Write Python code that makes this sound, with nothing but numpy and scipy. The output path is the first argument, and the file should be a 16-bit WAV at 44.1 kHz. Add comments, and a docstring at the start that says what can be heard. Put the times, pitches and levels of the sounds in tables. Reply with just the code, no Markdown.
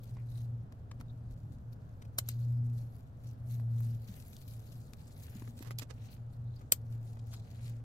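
"""A garden: tomatoes are trimmed with scissors, close to two microphone ports.
A low hum swells and wavers over the soft outdoor rumble. Leaves brush the arms, their hairs
catching and slipping; hand and fruit bump the stalks, which crackle as fibres break.
Now and then the steel blades snap shut on a stem and ring."""
import sys
import numpy as np
from scipy import signal
from scipy.fft import rfft, irfft, next_fast_len
from scipy.io import wavfile
from scipy.ndimage import uniform_filter1d, map_coordinates

SR = 44100
rng = np.random.default_rng(int(sys.argv[2]) if len(sys.argv) > 2 else 0)


def materialize(psi):
    """Save the field psi as 16-bit PCM at rate SR to the path in sys.argv[1].

    A 1-D psi becomes a single channel; in a 2-D psi each row is a channel.
    """
    bounded = np.clip(np.atleast_2d(psi).T, -1, 1)
    quanta = np.round(bounded * 32767).astype(np.int16)
    wavfile.write(sys.argv[1], SR, quanta)


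N = 345739

# Table levels are relative; each source adds its own gain.
# outdoor rumble spectrum: f/Hz, level/dB
AIR_SPECTRUM = [(20, -2), (35, -4.5), (60, -2), (100, 6.5), (140, 2.5), (180, -7.5), (250, -8), (310, -19),
                (520, -18.5), (750, -21.5), (1000, -28), (1400, -28.5), (2200, -42), (3500, -45.5),
                (16000, -62.5)]
# likeness of the ports in open air: f/Hz, coherence
AIR_COHERENCE = [(25, 0.47), (60, 1), (130, 0.93), (290, 0.87), (640, 0.21), (1300, -0.4), (3000, 0.18),
                 (15000, 0)]
# distant noise swells: middle t/s, length/s, level/dB, centre f/Hz, width/Hz
DISTANT_SWELLS = [(1.85, 0.41, -80, 1510, 400), (7.306, 0.45, -68.5, 694, 354)]
# air puffs at the ports: middle t/s, length/s, level/dB
AIR_PUFFS = [(0.25, 1.2, -53.5), (1.02, 0.33, -52.5), (1.42, 0.41, -46.5), (4.1, 0.18, -56),
             (4.88, 0.22, -56), (6.3, 3.8, -61.5)]
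# puff spectrum: f/Hz, level/dB
PUFF_SPECTRUM = [(15, -14), (35, -2), (65, -1), (100, 2), (200, -14.5), (400, -33.5), (2000, -81.5)]
# hum swells: middle t/s, length/s, level/dB, crest f/Hz
HUM_SWELLS = [(0.225, 0.4, -42.5, 119.1), (0.484, 0.3, -38, 117.9), (1.18, 0.553, -46, 118),
              (1.695, 0.15, -45, 115.6), (2.565, 0.544, -32, 119.6), (3.285, 0.11, -41.5, 117),
              (3.53, 0.2, -38, 120.2), (3.774, 0.46, -32.5, 117), (4.565, 0.16, -48, 113),
              (4.767, 0.18, -46, 116.8), (5.444, 0.22, -45.5, 115.9), (5.743, 0.22, -43, 117.5),
              (6.025, 0.12, -47.5, 113.5), (6.26, 0.14, -43, 118.1), (6.469, 0.21, -40, 119.1),
              (6.944, 0.36, -40, 116), (7.254, 0.33, -42.5, 114.1), (7.702, 0.37, -43, 116.5)]
# leaves sliding on skin: middle t/s, length/s, swish level/dB, fizz re swish/dB
LEAF_STROKES = [(0.088, 0.18, -74.5, -5), (0.376, 0.16, -69, -2), (1.307, 0.19, -79, -7),
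                (1.516, 0.077, -78, -5), (1.73, 0.025, -74, 4), (1.83, 0.057, -79.5, -10),
                (2.303, 0.046, -56.5, -3.5), (2.41, 0.27, -73.5, -0.5), (2.664, 0.046, -71, -4),
                (2.803, 0.16, -71.5, -1), (2.95, 0.14, -76.5, 2), (3.278, 0.12, -71.5, -2.5),
                (3.528, 0.1, -65, 2), (3.844, 0.24, -66.5, 0), (4.157, 0.18, -65, 2), (4.335, 0.2, -67, 1),
                (4.517, 0.14, -66.5, 2), (4.729, 0.51, -72, 1), (5.08, 0.12, -65.5, -5),
                (5.24, 0.17, -66.5, 4), (5.384, 0.24, -66.5, 0), (5.602, 0.086, -66, -6),
                (6.041, 0.14, -65.5, -7.5), (6.129, 0.043, -70.5, 9), (6.34, 0.035, -74.5, -1),
                (6.607, 0.14, -76, -22), (6.915, 0.092, -74, -1.5), (7.088, 0.12, -70.5, -3),
                (7.35, 0.16, -67, -8), (7.54, 0.23, -72, -6.5), (7.66, 0.12, -63, -8.5)]
# leaf friction spectra: f/Hz, level/dB
SWISH_SPECTRUM = [(500, -22.5), (1300, -7.5), (2000, -0.5), (3000, -1), (4200, 2), (5500, -1), (7500, 1),
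                  (9000, -1.5), (10500, -17.5), (12000, -37.5)]
FIZZ_SPECTRUM = [(7000, -29.5), (9500, -19), (10700, -8), (11600, 0), (12500, -7), (14000, -4), (15400, -8),
                 (16000, -16.5)]
# single leaves scraping: middle t/s, level/dB, sigma/ms, centre f/Hz, width/Hz
LEAF_SCRAPES = [(0.186, -72, 20, 2180, 1000), (.35, -73.5, 41, 3980, 500), (1.1, -76.5, 9.7, 3800, 400),
                (2.43, -73.5, 22, 4450, 1200), (3.291, -74, 18, 6014, 1500), (4.16, -78.5, 100, 1970, 1470),
                (4.391, -79, 32, 4400, 900), (4.69, -72, 22, 4630, 1187), (5.33, -68.5, 81, 2000, 2270),
                (6.08, -73, 73, 2510, 2400), (6.12, -70.5, 25, 4368, 1226), (6.53, -79, 49, 3950, 907.6),
                (6.57, -66, 6, 4664, 600), (7.339, -60, 8.2, 1380, 600.5), (7.38, -71.5, 25, 4032, 893),
                (7.621, -75.5, 190, 2240, 2010)]
# bumps on a stalk; stiff stems ringing: t/s, level/dB, f/Hz, decay/ms
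STALK_BUMPS = [(0.999, -38.5, 228.3, 8.4), (1.451, -47, 151, 14.1), (1.5, -46.5, 272, 23),
               (1.57, -43, 214.1, 9.4), (4.09, -39, 188, 24), (5.355, -34.5, 212.2, 12.2),
               (5.421, -26.5, 248, 2.3), (5.484, -44, 230, 28), (5.538, -45, 229.2, 27.7),
               (5.607, -27, 260.1, 2.55), (5.82, -37.5, 264, 6.7), (6.648, -47, 248.3, 6.7),
               (6.723, -61, 360, 6)]
STEM_TONES = [(0.914, -46, 910, 2.3), (1.011, -46.5, 1370, 2.4), (5.708, -28, 2000, 0.99)]
# stalks cracking; scissors closing on a stem or clicking open: t/s, level/dB, decay/ms, body/dB, crispness/dB,
# left re right/dB, right lag/ms
STALK_CRACKS = [(0.0387, -63.5, 4.5, -12, 5, 8, 0), (0.1702, -63, 2.5, 26.5, -24, -2, 0),
                (0.7243, -65, 1.4, 17, -8, 8, 0.17), (0.9157, -56, 1.5, 17.5, -22, 3.5, 0.08),
                (1.0034, -65, 2.7, 15, -12, 7, 0), (1.0123, -59, 1.6, 18, -1, -1, 0.2),
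                (2.0233, -61, 3, 13.5, -13, 3, 0.35), (2.0529, -69.5, 4.9, 11, -7, 2, 0.35),
                (3.599, -63.5, 1.65, 26, -17, -12, 0.039), (3.8059, -56, 2.1, 18, 18, 4, 0.11),
                (4.3667, -61.5, 1.7, -57, -10, 2, 0), (4.4849, -58, 5, -11, 8, 12, 0.2),
                (4.9355, -59, 0.57, 3, -9, 11, 0.017), (5.4224, -61, 1.2, 23, -14, 14, 0.008),
                (5.477, -58, 3.6, 21.5, -24, 2, 0.56), (5.5917, -60.5, 1.2, 0, 1, 0, 0.12),
                (5.6283, -53.5, 8.2, 12, 1.5, -15, -0.24), (5.671, -53, 15, 16.5, -6, -17, -0.66),
                (5.709, -49, 0.53, 24, 1, 1, 0.561), (5.717, -57, 6.7, 9, -7, -2, 0.28),
                (5.7876, -44, 1.1, -24, -1.5, -6.5, -0.16), (5.7966, -48, 1.82, 4, -1.5, 1, -0.25),
                (5.8229, -49, 7.7, 10, -11, -14, 0.14), (5.9087, -51.5, 4.5, 14.5, -20, -23, -0.65),
                (6.616, -62.5, 6, 25, -2, 1, 0.4), (7.1714, -62.5, 2.17, 29, -20, 0, -0.34),
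                (7.1951, -69.5, 3.2, -17, -21.5, 11, 0), (7.3389, -55, 10, -15, -10, 4, -0.085)]
SCISSOR_SNIPS = [(2.1873, -29, 2.14, -1.5, 2, 1.2, 0.19), (2.2893, -38, 0.91, -7, 5.5, 4.6, 0.17),
                 (6.7226, -19, 0.95, -5.5, 6.5, 4.6, -0.39)]
# crack and snip spectra: f/Hz, level/dB
STALK_SPECTRUM = [(100, -14.5), (400, -2.5), (900, -6), (1400, -3.5), (2000, 0), (2800, 1.5), (4500, 2),
                  (7500, -2), (10000, -8.5), (11600, 6.5), (14000, -4.5), (16000, -5)]
STEEL_SPECTRUM = [(100, -1), (500, 6), (900, -2), (1400, 4), (1900, -2.5), (2500, -1), (3200, -1.5),
                  (5200, 0.5), (6500, 2.5), (8000, 6), (10400, -3.5), (11500, -0.5), (14500, 1),
                  (16000, -18.5)]
# blade resonances: f/Hz, width/Hz, level/dB
BLADE_MODES = [(3030, 53, 1), (4220, 620, -1), (5000, 160, -16.5), (5600, 170, -3.5), (6960, 180, -4.5),
               (8290, 290, 0), (9770, 200, -12.5), (11510, 460, 4), (13540, 180, 5.5), (15400, 400, -6)]


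def amp(db):
    """Decibels to gain."""
    return 10 ** (np.asarray(db) / 20)


def unit(x):
    """Scale to rms 1."""
    return x / np.sqrt(np.mean(x ** 2) + 1e-20)


def curve_at(points, hz):
    """Interpolate on a log-frequency axis."""
    point_hz, value = np.transpose(points)
    return np.interp(np.log(hz + 1), np.log(point_hz + 1), value)


def shaped(x, spectrum):
    """Filter by a spectrum; rms 1."""
    size = next_fast_len(N)
    gain = amp(curve_at(spectrum, np.fft.rfftfreq(size, 1 / SR)))
    return unit(irfft(rfft(x, size) * gain, size)[..., :N])


def band_noise(centre_hz, width_hz, size):
    """One noise band, independent in each port."""
    hz = np.fft.rfftfreq(size, 1 / SR)
    white = rfft(rng.standard_normal((2, size)))
    return irfft(white / (1 + (2 * (hz - centre_hz) / width_hz) ** 2), size)


def wander(rate_hz):
    """Random drift, rms 1."""
    knots = rng.standard_normal(4096)
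    return unit(map_coordinates(knots, [np.arange(N) / SR * rate_hz], order=1, mode="wrap"))


def pan(left_db):
    """Port gains for a left-right difference."""
    return amp([[left_db / 2], [-left_db / 2]])


def control_times():
    """Time grid of the slow controls, in s."""
    return np.linspace(0, N / SR, num=4000)


def upsample(control):
    """Slow control to audio rate."""
    return np.interp(np.arange(N) / SR, control_times(), control)


def arch(middle_s, length_s, edge=2):
    """Gain peak, 1/e at half a length; edge 2 is a bell, lower is sharper with longer skirts."""
    return np.exp(-np.minimum(abs(2 * (control_times() - middle_s) / length_s) ** edge, 30))


def swelling(rows, rest_db, edge=2):
    """Power sum of arches over a resting level."""
    power = sum((amp(db) * arch(t_s, length_s, edge)) ** 2 for t_s, length_s, db, *_ in rows)
    return np.sqrt(amp(rest_db) ** 2 + power)


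def air(level_db=-50, drift_db=0.31):
    """Distant outdoor rumble, alike in both ports only in the bass."""
    size = next_fast_len(N)
    left, other = rfft(rng.standard_normal((2, size)))
    coherence = np.clip(curve_at(AIR_COHERENCE, np.fft.rfftfreq(size, 1 / SR)), -1, 1)
    right = coherence * left + np.sqrt(1 - coherence ** 2) * other
    pair = irfft(np.array([left, right]), size)[:, :N]
    return pan(left_db=0.3) * amp(level_db + drift_db * wander(5)) * shaped(pair, AIR_SPECTRUM)


def distant_swells():
    """Bands of outdoor noise rise and sink."""
    out = np.zeros((2, N))
    for t_s, length_s, db, centre_hz, width_hz in DISTANT_SWELLS:
        band = band_noise(centre_hz, width_hz, next_fast_len(N))[:, :N]
        out += amp(db) * upsample(arch(t_s, length_s)) * unit(band)
    return out


def puffs():
    """Air moving nearby: a dull rumble common to both ports."""
    level = upsample(swelling(AIR_PUFFS, rest_db=-69))
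    return pan(left_db=1) * level * shaped(rng.standard_normal(N), PUFF_SPECTRUM)


def hum(gain_db=0.08, rest_hz=115, sag_hz_per_db=0.31, flutter_hz=0.35, octave_db=-26, waver=0.016):
    """Near-pure drone with a faint octave; goes flat as each swell fades."""
    level = swelling(HUM_SWELLS, rest_db=-59)
    pitch_hz = rest_hz
    for t_s, length_s, db, crest_hz in HUM_SWELLS:
        share = (amp(db) * arch(t_s, length_s) / level) ** 2
        sag_hz = sag_hz_per_db * (db - 20 * np.log10(level))
        pitch_hz = pitch_hz + share * (crest_hz - rest_hz - sag_hz)
    phase = 2 * np.pi * np.cumsum(upsample(pitch_hz) + flutter_hz * wander(8)) / SR
    tone = np.sin(phase) + amp(octave_db + 2 * wander(7)) * np.sin(2 * phase)
    return pan(left_db=0.94) * amp(gain_db) * upsample(level) * unit(tone) * (1 + waver * wander(19))


def stroke_levels(edge=1.2):
    """Swish and fizz envelopes; foliage stirs faintly between strokes."""
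    fizz_rows = [(t_s, length_s, db + fizz_db) for t_s, length_s, db, fizz_db in LEAF_STROKES]
    swish = swelling(LEAF_STROKES, rest_db=-87, edge=edge)
    fizz = swelling(fizz_rows, rest_db=-89, edge=edge)
    return upsample(swish), upsample(fizz)


def leaf_resonances(x, slow_db=2.0, quick_db=2.5, size=512):
    """Passing resonances of each leaf: patches of colour come and go."""
    frames = signal.stft(x, nperseg=size)[2]
    slow, quick = rng.standard_normal((2,) + frames.shape[1:])
    slow = uniform_filter1d(uniform_filter1d(slow, size=11, axis=0), size=12, axis=1)
    quick = uniform_filter1d(quick, size=26, axis=0)
    patches = amp(slow_db * unit(slow) + quick_db * unit(quick))
    return signal.istft(frames * unit(patches), nperseg=size)[1][:, :N]


def leaves(swish, fizz, grains_per_s=380, spread_db=-2.0, hiss=0.9, flutter_db=2.0):
    """Leaf hairs catch and slip: dense tiny ticks in a fluttering hiss."""
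    sizes = amp(spread_db * np.minimum(rng.exponential(1, (3, N)), 4)) * rng.choice([-1, 1], (3, N))
    grains = unit(sizes * (rng.random((3, N)) < grains_per_s / SR))
    slips = grains + hiss * rng.standard_normal((3, N))
    direct = np.array([slips[0], np.roll(slips[0], 8)])  # left port first
    scattered = slips[1:]
    pair = leaf_resonances(direct + scattered)
    friction = swish * shaped(pair, SWISH_SPECTRUM) + fizz * shaped(pair, FIZZ_SPECTRUM)
    return pan(left_db=3.5) * amp(flutter_db * wander(60)) * friction


def scrapes(gain_db=-1, rough_db=5.0, size=16384):
    """A leaf drags over a finger: one rough band swells and fades."""
    out = np.zeros((2, N + 2 * size))
    t_ms = (np.arange(size) - size // 2) / SR * 1000
    for t_s, db, sigma_ms, centre_hz, width_hz in LEAF_SCRAPES:
        band = unit(band_noise(centre_hz, width_hz, size))
        start = round(t_s * SR) + size // 2
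        out[:, start:start + size] += amp(db) * band * np.exp(-(t_ms / sigma_ms) ** 2 / 2)
    return pan(left_db=3) * amp(gain_db + rough_db * wander(250)) * out[:, size:size + N]


def knocks(rows, gain_db, attack_ms, size=8192):
    """A pushed stalk rings briefly; soft flesh slows the attack."""
    out = np.zeros(N + size)
    t_ms = np.arange(size) / SR * 1000
    attack = 1 - np.exp(-t_ms / attack_ms)
    for t_s, db, hz, decay_ms in rows:
        ring = np.sin(2 * np.pi * hz * t_ms / 1000) * np.exp(-t_ms / decay_ms)
        start = round(t_s * SR)
        out[start:start + size] += amp(db) * ring * attack
    return amp(gain_db) * out[:N]


def fibre_breaks(rows, spectrum, rise_ratio, grit_db, modes=(), ring_db=0, size=4096):
    """Quick runs of breaks build and die, coloured by what they shake."""
    out = np.zeros((2, N + 2 * size))
    t_ms = (np.arange(size) - size // 4) / SR * 1000
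    hz = np.fft.rfftfreq(size, 1 / SR)
    resonance = sum(amp(db) / (1 + 2j * (hz - mode_hz) / width_hz) for mode_hz, width_hz, db in modes)
    ring = 1 + amp(ring_db) * resonance
    for t_s, db, decay_ms, body_db, crisp_db, left_db, lag_ms in rows:
        noise, clumps = rng.standard_normal((2, size))
        envelope = np.exp(-np.maximum(t_ms / decay_ms, -t_ms / (rise_ratio * decay_ms)))
        run = rfft(noise * amp(grit_db * clumps) * envelope)
        run /= np.sqrt(uniform_filter1d(abs(run) ** 2, size=84) + 1e-12)  # breaks are broadband
        tilt_db = curve_at([(1100, body_db), (3200, 0.0036), (9000, 0.00077), (12800, crisp_db)], hz)
        run *= amp(curve_at(spectrum, hz) + tilt_db) * ring
        delayed = run * np.exp(-2j * np.pi * hz * lag_ms / 1000)
        pair = irfft(np.array([run, delayed])) * pan(left_db)
        start = round(t_s * SR) + size - size // 4
        out[:, start:start + size] += amp(db) * unit(pair) * np.sqrt(.01 * SR / size)  # level over 10 ms
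    return out[:, size:size + N]


def leaf_ticks(swish, per_s=12, above_db=3, spread_db=2.5, colour_db=6, decay_ms=1.6, lag_ms=0.13):
    """Random ticks of leaf edges, level following the swish; rows as in STALK_CRACKS."""
    draws = rng.uniform(-1, 1, (200, 5))[:int(per_s * N / SR)]
    rows = []
    for when, strength, body, crisp, side in draws:
        at = int((when + 1) / 2 * N)
        db = 20 * np.log10(swish[at]) + above_db + spread_db * strength
        rows.append((at / SR, db, decay_ms, -9 + colour_db * body, colour_db * crisp, 4 + 4 * side, lag_ms))
    return rows


def stalks(swish, gain_db=2.6):
    """Stalks crack, leaf edges tick, stiff stems ring."""
    cracks = fibre_breaks(STALK_CRACKS + leaf_ticks(swish), STALK_SPECTRUM, rise_ratio=1.0, grit_db=8.7)
    return amp(gain_db) * cracks + knocks(STEM_TONES, gain_db=-3.5, attack_ms=0.43)


def scissors(gain_db=0.14):
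    """Blades shut on a stem or click open; the steel rings."""
    return amp(gain_db) * fibre_breaks(SCISSOR_SNIPS, STEEL_SPECTRUM, rise_ratio=0.93, grit_db=4.8,
                                       modes=BLADE_MODES, ring_db=0.5)


def garden_scatter(x, near_db=-10, near_t60_s=0.04, far_db=-21, far_t60_s=0.1, size=8192):
    """Add short scatter from arms and fruit, fainter scatter from soil and plants."""
    t_s = np.arange(size) / SR
    near, far = rng.standard_normal((2, 2, size)) * (t_s > .0007)
    far = signal.lfilter([1], [1, -.3], far)  # leaves absorb treble
    tail = amp(near_db) * unit(near * amp(-60 * t_s / near_t60_s))
    tail += amp(far_db) * unit(far * amp(-60 * t_s / far_t60_s))
    return x + signal.oaconvolve(x, tail / np.sqrt(size), axes=1)[:, :N]


def scene():
    """Hum and air behind the work of the hands."""
    swish, fizz = stroke_levels()
    cutting = stalks(swish) + scissors()
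    bumps = knocks(STALK_BUMPS, gain_db=-2, attack_ms=1.5)
    background = hum() + air() + distant_swells() + puffs()
    return background + leaves(swish, fizz) + scrapes() + bumps + garden_scatter(cutting)


def record(dry, ceiling=0.75, cutoff_hz=15900):
    """Soft clip, then low-pass."""
    rounded = ceiling * np.tanh(dry / ceiling)
    lowpass = signal.firwin(255, cutoff_hz, window=("kaiser", 9), fs=SR)
    return signal.oaconvolve(rounded, lowpass[None], "same")


dry = scene()
out = record(dry)
materialize(out)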